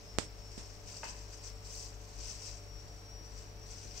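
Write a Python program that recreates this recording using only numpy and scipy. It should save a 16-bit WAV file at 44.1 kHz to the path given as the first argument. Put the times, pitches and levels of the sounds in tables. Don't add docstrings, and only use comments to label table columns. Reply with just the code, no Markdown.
import sys
import numpy as np
from scipy import signal
from scipy.fft import rfft, irfft
from scipy.io import wavfile

SR = 44100
rng = np.random.default_rng(int(sys.argv[2]) if len(sys.argv) > 2 else 0)


def persist_wave(psi):
    counts = np.round(np.clip(psi, -1, 1) * 32767).astype(np.int16)
    wavfile.write(sys.argv[1], SR, np.atleast_2d(counts).T)


N = 176400
T = np.arange(N) / SR

# frequency in Hz, left and right level in relative dB.
AIR_SPECTRUM = [(19.7, -1, -15), (50, 14, 1), (72.6, 0, -14.5), (151, -4.5, -8.5), (265, -7.5, -18),
                (700, -9.5, -11.5), (1460, -16, -20), (2400, -18, -20), (3500, -24, -22.5),
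                (4630, -19, -20.5), (5840, -55, -16.5), (7000, -27, -52), (9850, -34, -34),
                (14800, -32.5, -32.5)]
# frequency in Hz, rms level in dB before panning.
HUM_TONES = [(50, -53), (100, -56.5), (155.5, -74), (300, -73.5), (409.5, -70.5), (444.5, -66),
             (581.5, -69), (718, -75.5), (1046, -82.5)]
# time in seconds, level in dB before panning.
WHINE_SWELLS = [(0, -68), (0.1, -57.5), (0.17, -67), (0.26, -60), (0.32, -68), (0.45, -60), (0.58, -58.5),
                (0.83, -70), (0.97, -60), (1.21, -72), (1.26, -61), (1.33, -73), (1.39, -60), (1.5, -66),
                (1.58, -60), (1.72, -71), (2.12, -69), (2.6, -61.5), (2.67, -66), (2.72, -58.5),
                (2.8, -57.5), (2.86, -69), (2.91, -61), (3.03, -63), (3.1, -58.5), (3.24, -57), (3.41, -69),
                (3.49, -62), (3.55, -71), (3.64, -59), (3.72, -66), (4, -62)]
# start in seconds, strength in dB, hardness as a cut-off in Hz, hiss level in dB.
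TAP_HITS = [(0.1861, 0, 8200, -36.5), (0.5779, -13.5, 347, -47)]
# frequency in Hz, left and right level in relative dB.
TAP_HISS_SPECTRUM = [(100, -16, 18.5), (400, -4, 11.5), (1190, 2.5, 1.5), (3500, -5, 3), (5600, 4, 5),
                     (7900, -23, 6.5), (9470, -36, -6), (10300, -40, -25)]
# time in seconds, rasp level in relative dB.
STROKE_LEVELS = [(0.34, -66), (0.56, -63.5), (0.59, -58.5), (0.62, -61.5), (0.85, -66.5), (0.89, -53.5),
                 (0.975, -55.5), (1.01, -59.5), (1.09, -52), (1.14, -64), (1.19, -60), (1.27, -66.5),
                 (1.34, -57.5), (1.4, -64), (1.45, -54), (1.48, -54.5), (1.55, -66), (1.62, -67.5),
                 (1.66, -56), (1.82, -52), (1.89, -59.5), (1.99, -67.5), (2.16, -60.5), (2.24, -50.5),
                 (2.33, -50.5), (2.38, -58.5), (2.47, -49.5), (2.63, -66.5), (3.21, -70), (3.39, -61),
                 (3.55, -71.5), (3.64, -68), (3.71, -56.5), (3.95, -59), (3.98, -51.5), (4.0, -52)]
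# time in seconds, treble lift and bass cut in dB.
STROKE_TILT = [(1.4, -1.5), (1.8, 1), (2.2, -1.5)]
# frequency in Hz, left and right level in relative dB.
RASP_SPECTRUM = [(500, -18.5, -16), (1460, -23, -22), (1990, -17, -26), (2610, -13, -16),
                 (3470, -17, -22.5), (4460, -10, -16), (4430, -4.5, -33), (5860, 1.35, -12),
                 (6460, -3.5, -10.5), (7480, -27.5, -3), (8060, -21, -6), (9210, -29, -21.5),
                 (9800, -42, -32), (14000, -30, -30)]
# start in seconds, strength in dB.
SKIN_SNAPS = [(0.515, -25.5), (0.583, -32), (0.965, -19), (1.04, -15), (1.083, -23), (1.19, -28),
              (2.04, -31), (2.88, -29), (3.375, -25.5)]
# start in seconds, strength in dB, thinness as a low cut in Hz.
BLADE_KNOCKS = [(1.0327, -42.5, 0), (1.051, -43, 2400)]
# frequency in Hz, gain in dB, seconds to fall by 60 dB.
BLADE_TABLE_MODES = [(660, 7, 0.035), (800, 1, 0.03), (1020, 9, 0.028), (1400, 1, 0.035), (1680, 2, 0.025),
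                     (2120, 0, 0.04), (2570, 7, 0.022), (3090, -4, 0.035)]
# start in seconds, strength in dB.
TABLE_BUMPS = [(2.19, -9), (3.21, -7), (3.745, -14), (3.855, -6.5)]


def from_db(db):
    return 10 ** (np.asarray(db) / 20)


def rms_one(x):
    return x / np.sqrt(np.mean(x ** 2) + 1e-20)


def pan(db):
    return from_db(np.array([[db], [-db]]))


def curve(rows):
    return np.interp(T, *np.transpose(rows))


def drift(rate_hz):
    hop, settle = 40, 2000
    pole = np.exp(-2 * np.pi * rate_hz * hop / SR)
    noise = rng.standard_normal(N // hop + settle + 2)
    slow = signal.lfilter([1], [1, -2 * pole, pole * pole], noise)[settle:]
    return np.interp(np.arange(N) / hop, np.arange(len(slow)), rms_one(slow))


def butter(x, hz, kind, order=2):
    sos = signal.butter(order, np.clip(hz, 10, 0.45 * SR), kind, fs=SR, output="sos")
    return signal.sosfilt(sos, x + 1e-18)


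def colour(x, spectrum):
    hz, *sides = np.transpose(spectrum)
    log_hz = np.log(np.arange(N // 2 + 1) * SR / N + 1)
    gains = from_db([np.interp(log_hz, np.log(hz), side) for side in sides])
    return irfft(rfft(x) * rms_one(gains), N)


def clicks(rows):
    out = np.zeros(N)
    for start, db in rows:
        out[int(start * SR)] += from_db(db)
    return out


def decay(t, t60):
    return np.exp(-np.log(1000) * t / t60)


def ring(x, hz, t60):
    pole, angle = decay(1 / SR, t60), 2 * np.pi * hz / SR
    return signal.lfilter([0, np.sin(angle)], [1, -2 * pole * np.cos(angle), pole * pole], x + 1e-18)


def room(x, wet_db, early_db=8):
    t = T[:SR]
    fade = decay(t, t60=0.65) + from_db(early_db) * decay(t, t60=0.085)
    tail = rng.standard_normal((2, SR)) * fade * (t > 0.001)
    tail /= np.sqrt(np.sum(tail ** 2, axis=1, keepdims=True))
    reflections = signal.fftconvolve(np.atleast_2d(x), tail, axes=1)[:, :N]
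    wet = from_db(wet_db)
    return (x + wet * reflections) / np.hypot(1, wet)


def air():
    split_hz = 506
    shared = butter(rng.standard_normal(N), split_hz, "low")
    separate = butter(rng.standard_normal((2, N)), split_hz, "high")
    return from_db(-53) * colour(shared + separate, AIR_SPECTRUM)


def hum():
    tones, waver_db = np.zeros(N), 1.2
    for hz, db in HUM_TONES:
        peak = np.sqrt(2) * from_db(db + waver_db * drift(rate_hz=3))
        tones += peak * np.sin(2 * np.pi * (hz * T + rng.random()))
    return pan(db=1) * tones


def whine():
    start_hz, rise_hz_per_s = 5402, 72
    waver_db, sway_rad, flutter_hz = 1.5, 0.4, 8
    phase = 2 * np.pi * np.cumsum(start_hz + rise_hz_per_s * T) / SR
    sides = []
    for _ in range(2):
        peak = np.sqrt(2) * from_db(curve(WHINE_SWELLS) + waver_db * drift(flutter_hz))
        sides.append(peak * np.sin(phase + sway_rad * drift(flutter_hz)))
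    return pan(db=3) * np.array(sides)


def taps():
    left_db, hiss_s = -26, 0.091
    placement = from_db([[left_db], [0]])
    hiss = colour(rng.standard_normal((2, N)), TAP_HISS_SPECTRUM)
    out = np.zeros((2, N))
    for start, db, hardness_hz, hiss_db in TAP_HITS:
        pulse = clicks([(start, db)])
        thud = from_db(18.5) * butter(pulse, 310, "low", order=1)
        tick = from_db(-14.5) * ring(pulse, hz=8000, t60=0.00096)
        hit = butter(pulse + thud + tick, hardness_hz, "low", order=4)
        hit = butter(hit, 60, "high", order=1)
        age = np.maximum(T - start, 0)
        fade = (T > start) * decay(age, t60=0.28) / (1 + (age / hiss_s) ** 8)
        out += from_db(hiss_db) * fade * hiss - placement * hit
    return out


def tears():
    pops_per_s, spread_db = 3000, 2.3
    edges_hz = np.linspace(300, 16000, 15)
    sizes = from_db(spread_db * np.minimum(rng.exponential(1, N), 5))
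    signs = rng.choice([-1, 1], N)
    pops = sizes * signs * (rng.random(N) < pops_per_s / SR)
    bands = list(zip(edges_hz, edges_hz[1:]))
    band_of_pop = rng.integers(0, len(bands), N)
    return sum(butter(pops * (band_of_pop == k), band, "band") for k, band in enumerate(bands))


def rasp():
    grain_share, catch_db, tilt_hz = 0.7, -1.06, 5500
    grain = rms_one(room(tears(), wet_db=0))
    smooth = rng.standard_normal((2, N))
    friction = np.sqrt(grain_share) * grain + np.sqrt(1 - grain_share) * smooth
    catching = catch_db * drift(rate_hz=23)
    strokes = friction * from_db(curve(STROKE_LEVELS) + 4 + catching)
    tilt = from_db(curve(STROKE_TILT))
    lows = butter(strokes, tilt_hz, "low", order=3) / tilt
    highs = butter(strokes, tilt_hz, "high", order=3) * tilt
    snaps = room(clicks(SKIN_SNAPS), wet_db=17)
    return colour(lows + highs + snaps, RASP_SPECTRUM)


def knock():
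    blows = sum(butter(clicks([(start, db)]), low_hz, "high") for start, db, low_hz in BLADE_KNOCKS)
    modes = sum((-1) ** k * from_db(db) * ring(blows, hz, t60)
                for k, (hz, db, t60) in enumerate(BLADE_TABLE_MODES))
    clack = from_db(41) * butter(blows, [600, 1500], "band")
    return pan(db=1.5) * room(modes + clack, wet_db=5, early_db=6)


def bumps():
    thuds = butter(clicks(TABLE_BUMPS), [147, 440], "band")
    return room(thuds, wet_db=4.5)


def scene():
    return rasp() + knock() + taps() + hum() + whine() + air() + bumps()


def record(dry):
    cutoff_hz = 15650
    return signal.sosfilt(signal.ellip(10, 0.1, 70, cutoff_hz, fs=SR, output="sos"), dry)


dry = scene()
out = record(dry)
persist_wave(out)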